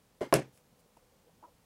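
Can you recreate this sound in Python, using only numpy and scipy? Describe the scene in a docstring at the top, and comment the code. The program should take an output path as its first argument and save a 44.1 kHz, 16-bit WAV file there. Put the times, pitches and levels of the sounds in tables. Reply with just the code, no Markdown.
"""Pliers put down on a hollow panel

Pliers used on a spring hose clamp are put down on a hollow panel in a small workshop with a faint hum.
The padded handles bump and scuff first: soft pushes on the panel, bursts of noise and uneven grit.
Then the tool drops with a knock that makes the panel ring, and its steel jaws snap with short bright rings.
Fingers then work the clamp along the rubber hose: faint ticks, nudges and brushing made of shaped noise,
and two short squeaks built from multiples of a wavering slip rate."""
import sys
import numpy as np
from scipy import signal
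from scipy.fft import rfft, irfft
from scipy.io import wavfile
from scipy.ndimage import uniform_filter1d

SR = 44100
rng = np.random.default_rng(int(sys.argv[2]) if len(sys.argv) > 2 else 0)


def pcm_store(signal):
    """Save signal as 16-bit PCM."""
    levels = np.round(np.clip(np.atleast_2d(signal), -1, 1) * 32767)
    wavfile.write(sys.argv[1], SR, levels.astype(np.int16).T)


N = 72765  # length in samples

# Spectrum of the workshop air. Each row: frequency in Hz, relative level in dB.
AIR_SPECTRUM = [(15, -35.5), (25, -5.5), (180, -2.5), (373, -12.5), (427, -8), (463, -9), (503, -5.5),
                (695, -14), (754, -11), (1560, -19.5), (2050, -20.5), (8360, -24.5), (16000, -27.5)]
AIR_DB = -67.5
HUM_HZ, HUM_WIDTH_HZ, HUM_DB = 492, 9.1, -80.5

# The handles scuff over the panel. Each row: start in seconds, length in seconds, level in dB, resonance in Hz.
HANDLE_SCUFFS = [(.212, 0.011, -27, 412), (.209, .032, -35, 620), (.228, .015, -41, 280),
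                 (.258, 0.026, -49, 330)]
SCUFF_WIDTH_HZ = 138
# Spectrum of the dry grit under the handles. Each row: frequency in Hz, level in dB.
GRIT_SPECTRUM = [(150, -20.5), (500, 0), (1200, -4), (2050, -3), (2600, -12), (3200, -9), (3700, -14),
                 (5000, -15), (10000, -22), (15000, -32)]
GRIT_START_S, GRIT_LENGTH_S, GRIT_DB, GRIT_SPREAD_DB = 0.2075, 0.029, -33, 6.5

# Soft bumps of the handles. Each row: start in seconds, level in dB, brightness in Hz.
HANDLE_BUMPS = [(0.2089, -26.5, 900), (.2135, -26, 600), (0.2158, -22.5, 500), (0.2216, -26, 500),
                (0.233, -30.5, 1200)]
# Hard knocks of the tool. Each row: start in seconds, level in dB, brightness in Hz.
TOOL_KNOCKS = [(0.326, 0, 2700), (.3294, -10.5, 1080), (.3329, 0, 338.7), (0.3395, -14, 390),
               (0.3475, -10, 350), (.3634, -5, 221), (.3889, -10, 170)]
# Ringing tones (modes) of the panel. 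Each row: frequency in Hz, level in dB, time to fade by 60 dB in seconds.
PANEL_MODES = [(131.85, -33.5, .28), (148, -24, .094), (200, -38, .076), (298.4, -29.5, 0.16),
               (371, -18, .067), (413.6, -24, .15), (535, -24.5, .15), (609.7, -15, 0.047),
               (682.5, -12, .034), (1038, -16, 0.06), (1106, -30, .03), (1410, -33, 0.08),
               (1624, -37, 0.19), (1741, -38, .17)]
# Spectrum of a crowd of weaker panel modes. Each row: frequency in Hz, level in dB.
CROWD_SPECTRUM = [(60, -19), (130, -14.5), (400, -5.5), (750, 3.5), (1300, -4), (2000, -4.5), (4000, -16.5),
                  (10000, -16.5), (16000, -26.5)]
CROWD_DB, CROWD_T60_S = -4, 0.05
PUSH_HZ, PUSH_DB, PUSH_T60_S = 950, 0, 0.0012  # the panel giving way
LOW_CUT_HZ = 80

# Snaps of the steel jaws and ticks of the clamp. Each row: start in seconds, level in dB.
STEEL_SNAPS = [(.3257, -23.5), (0.3305, -20.5), (.3399, -8.5), (.3401, 0.5), (0.3408, -6), (0.576, -38.5),
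               (0.804, -61), (0.972, -44)]
# Ringing tones of the steel. Each row: frequency in Hz, level in dB, time to fade by 60 dB in seconds.
STEEL_MODES = [(2774, -18.5, 0.0038), (5464, -22, 0.0058), (8060, -21, .004), (10514, -17, 0.0083),
               (11400, -19.5, 0.0026)]
CRACK_HZ, CRACK_DB, CRACK_T60_S = 6000, -9, 0.0004
STEEL_TOP_HZ = 11960

# Fingers nudge the hose. Each row: start in seconds, length in seconds, level in dB, resonance in Hz.
HOSE_NUDGES = [(0.713, 0.029, -64.5, 170), (.785, 0.038, -70, 454), (.85, 0.024, -68.5, 514),
               (.968, 0.014, -64, 536), (1.117, 0.022, -69, 514), (1.262, 0.04, -64, 511),
               (1.424, .036, -64, 630), (1.463, 0.0332, -65, 600)]
NUDGE_WIDTH_HZ = 280
# Skin brushes the hose. Each row: start in seconds, length in seconds, level in dB.
SKIN_BRUSHES = [(.52, .08, -70.5), (0.787, 0.028, -71.5), (.945, 0.054, -79)]
BRUSH_HZ, BRUSH_WIDTH_HZ = 8900, 11300
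# The rubber squeaks under the clamp. Each row: start in seconds, length in seconds, level in dB, slips per second.
RUBBER_SQUEAKS = [(.968, 0.0071, -56.5, 296), (1.426, .012, -53.5, 284), (1.4356, 0.0085, -51, 330),
                  (1.442, 0.02, -52, 322), (1.46, 0.045, -69.5, 325)]
# Tones within a squeak. Each row: multiple of the slip rate, relative level in dB.
SLIP_MULTIPLES = [(1, -11), (2, -21), (3, 1.5), (4, -12), (5, -25), (10, -35)]
SLIP_JITTER = 0.043  # typical wander of the slip rate, as a fraction

# Colour of the room's answer to the panel. Each row: frequency in Hz, level in dB.
ROOM_PANEL_COLOUR = [(50, -3), (130, 6), (230, 12), (420, 13), (620, 11), (850, 6.5), (1250, 2),
                     (1700, 6.5), (2600, 2), (4000, -8.5), (10000, -12.5), (16000, -22)]
# Colour of the room's answer to the steel. Each row: frequency in Hz, level in dB.
ROOM_STEEL_COLOUR = [(300, 2), (1600, 5.5), (2800, 4), (4000, -2.5), (5500, -0.5), (7000, -2), (9500, 1.5),
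                     (11500, -5), (12700, -9.5), (16000, -13)]
# How fast the room fades. Each row: frequency in Hz, time to fade by 60 dB in seconds.
ROOM_FADE = [(100, .22), (500, .18), (2000, 0.19), (6000, 0.19), (14000, 0.094)]
ROOM_PANEL_DB, ROOM_STEEL_DB, ROOM_GRIT_DB = 2.5, -6, -3
ROUND_TRIP_S, FLUTTER = 0.03, 0.68  # FLUTTER: share of the fading that comes in steps, 0 to 1
PANEL_DELAY_S, STEEL_DELAY_S = 0.01, 0.0017  # the room answers the panel later than the steel

EDGE_HZ = 15900


def amp(db):
    """Turns decibels into a gain."""
    return 10 ** (np.asarray(db) / 20)


def evened(x):
    """Scales a sound so that its average strength (rms) is 1."""
    return x / np.sqrt(np.mean(x ** 2) + 1e-20)


def read(points, hz):
    """Reads between the rows of a table, with frequency on a logarithmic scale."""
    f, value = np.transpose(points)
    return np.interp(np.log(hz + 1), np.log(f + 1), value)


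def add(mix, start_s, sound):
    """Mixes a sound in at a given time, cutting what runs past the end."""
    part = mix[round(start_s * SR):][:len(sound)]
    part += sound[:len(part)]


def through(x, response):
    """Passes a sound through a response by convolution and keeps its length."""
    return signal.fftconvolve(x, response)[:len(x)]


def colour(x, points, size=4096):
    """Filters a sound to the given spectrum, with nothing heard ahead of its cause."""
    hz = abs(np.fft.fftfreq(size, 1 / SR))
    log_gain = np.log(amp(read(points, hz)))
    # the Hilbert transform finds the phase that puts the response after time zero
    spectrum = np.exp(np.conj(signal.hilbert(log_gain)))
    return through(x, np.fft.ifft(spectrum).real[:size // 2])


def band_noise(hz, width_hz):
    """Makes noise gathered around one resonance."""
    f = np.fft.rfftfreq(N, 1 / SR)
    spread = 1 + (2 * (f - hz) / width_hz) ** 2
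    return evened(irfft(rfft(rng.standard_normal(N)) / spread, N))


def arch(length_s):
    """Makes a rounded swell from silence to silence."""
    half_turn = np.pi * np.linspace(0, 1, max(round(length_s * SR), 2))
    return np.sin(half_turn).clip(0) ** 0.5


def rub(mix, start_s, length_s, db, hz, width_hz):
    """Adds one swelling burst of resonant noise, evened over the burst."""
    swell = arch(length_s)
    noise = evened(band_noise(hz, width_hz)[:len(swell)])
    add(mix, start_s, amp(db) * swell * noise)


def ring(modes):
    """Adds up the dying tones that follow one blow."""
    t = np.arange(SR // 2) / SR
    return sum(amp(db - 60 * t / t60_s) * np.sin(2 * np.pi * hz * t) for hz, db, t60_s in modes)


def room(x, points, delay_s):
    """Makes a short dense tail of fading noise that loses a step of level on each trip across the room."""
    f, t, noise = signal.stft(rng.standard_normal(SR // 2), SR, nperseg=128)
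    stepped_time = ROUND_TRIP_S * np.floor(t / ROUND_TRIP_S)
    age = (1 - FLUTTER) * t + FLUTTER * stepped_time
    fade = amp(-60 * age / read(ROOM_FADE, f)[:, None])
    tail = signal.istft(noise * fade, SR, nperseg=128)[1]
    tail = np.r_[np.zeros(round(delay_s * SR)), tail / np.linalg.norm(tail)]
    return colour(through(x, tail), points)


def air():
    """Quiet workshop air is shaped noise; the faint wavering hum is a very narrow band of noise."""
    spectrum = amp(read(AIR_SPECTRUM, np.fft.rfftfreq(N, 1 / SR)))
    wash = irfft(rfft(rng.standard_normal(N)) * spectrum, N)
    return amp(AIR_DB) * evened(wash) + amp(HUM_DB) * band_noise(HUM_HZ, HUM_WIDTH_HZ)


def handles():
    """The padded handles slide briefly: short groans of the panel and uneven grit."""
    groans, grit = np.zeros(N), np.zeros(N)
    for start_s, length_s, db, hz in HANDLE_SCUFFS:
        rub(groans, start_s, length_s, db, hz, SCUFF_WIDTH_HZ)
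    grains = rng.standard_normal(N)
    # a random level for every sample makes the grit uneven
    grains = evened(grains * amp(GRIT_SPREAD_DB * rng.standard_normal(N)))
    swell = arch(GRIT_LENGTH_S)
    add(grit, GRIT_START_S, amp(GRIT_DB) * swell * grains[:len(swell)])
    direct_grit = colour(grit, GRIT_SPECTRUM)
    return groans + direct_grit + amp(ROOM_GRIT_DB) * room(grit, GRIT_SPECTRUM, PANEL_DELAY_S)


def panel():
    """Each blow is a force pulse, shorter when brighter; the panel gives way, rings and stirs the room."""
    out, t = np.zeros(N), np.arange(SR // 2) / SR
    # neighbouring modes swing in opposite senses
    body = ring(PANEL_MODES[::2]) - ring(PANEL_MODES[1::2])
    body = body + ring([(PUSH_HZ, PUSH_DB, PUSH_T60_S)])
    for start_s, db, bright_hz in HANDLE_BUMPS + TOOL_KNOCKS:
        pulse = t * np.exp(-4 * np.pi * bright_hz * t)
        force = amp(db) * pulse / pulse.sum()
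        crowd = colour(rng.standard_normal(len(t)) * amp(-60 * t / CROWD_T60_S), CROWD_SPECTRUM)
        crowd = amp(CROWD_DB) * crowd / np.linalg.norm(crowd)
        add(out, start_s, through(force, body + crowd))
        add(out, start_s, amp(ROOM_PANEL_DB) * room(force, ROOM_PANEL_COLOUR, PANEL_DELAY_S))
    # little deep bass is radiated
    low_cut = signal.butter(2, LOW_CUT_HZ, "high", fs=SR, output="sos")
    return signal.sosfilt(low_cut, out)


def steel():
    """Steel meets steel: a crack, very short bright rings, and their splash in the room."""
    direct, splash = np.zeros(N), np.zeros(N)
    snap = ring(STEEL_MODES) + ring([(CRACK_HZ, CRACK_DB, CRACK_T60_S)])
    click = signal.unit_impulse(SR // 2)
    for start_s, db in STEEL_SNAPS:
        add(direct, start_s, amp(db) * snap)
        add(splash, start_s, amp(db) * room(click, ROOM_STEEL_COLOUR, STEEL_DELAY_S))
    top_cut = signal.butter(4, STEEL_TOP_HZ, fs=SR, output="sos")
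    return signal.sosfilt(top_cut, direct) + amp(ROOM_STEEL_DB) * splash


def hose():
    """Dull nudges and dry brushing are noise; the rubber squeaks by sticking and slipping at a wavering rate."""
    out = np.zeros(N)
    for start_s, length_s, db, hz in HOSE_NUDGES:
        rub(out, start_s, length_s, db, hz, NUDGE_WIDTH_HZ)
    for start_s, length_s, db in SKIN_BRUSHES:
        swell = arch(length_s)
        add(out, start_s, amp(db) * swell * band_noise(BRUSH_HZ, BRUSH_WIDTH_HZ)[:len(swell)])
    for start_s, length_s, db, slip_hz in RUBBER_SQUEAKS:
        swell = arch(length_s)
        waver = evened(uniform_filter1d(rng.standard_normal(N), size=80))[:len(swell)]
        slips = np.cumsum(slip_hz * (1 + SLIP_JITTER * waver)) / SR  # slips counted so far
        tones = sum(amp(tone_db) * np.sin(2 * np.pi * round(multiple) * slips)
                    for multiple, tone_db in SLIP_MULTIPLES)
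        add(out, start_s, amp(db) * swell * evened(tones))
    return out


def scene():
    """Mixes the panel, the handles, the steel, the hose and the air into one channel."""
    return (panel() + handles() + steel() + hose() + air())[None]


def record(dry):
    """Limits the band by cutting the treble above EDGE_HZ."""
    top_cut = signal.firwin(511, EDGE_HZ, window=("kaiser", 9), fs=SR)
    return signal.oaconvolve(dry, top_cut[None], "same")


dry = scene()
out = record(dry)
pcm_store(out)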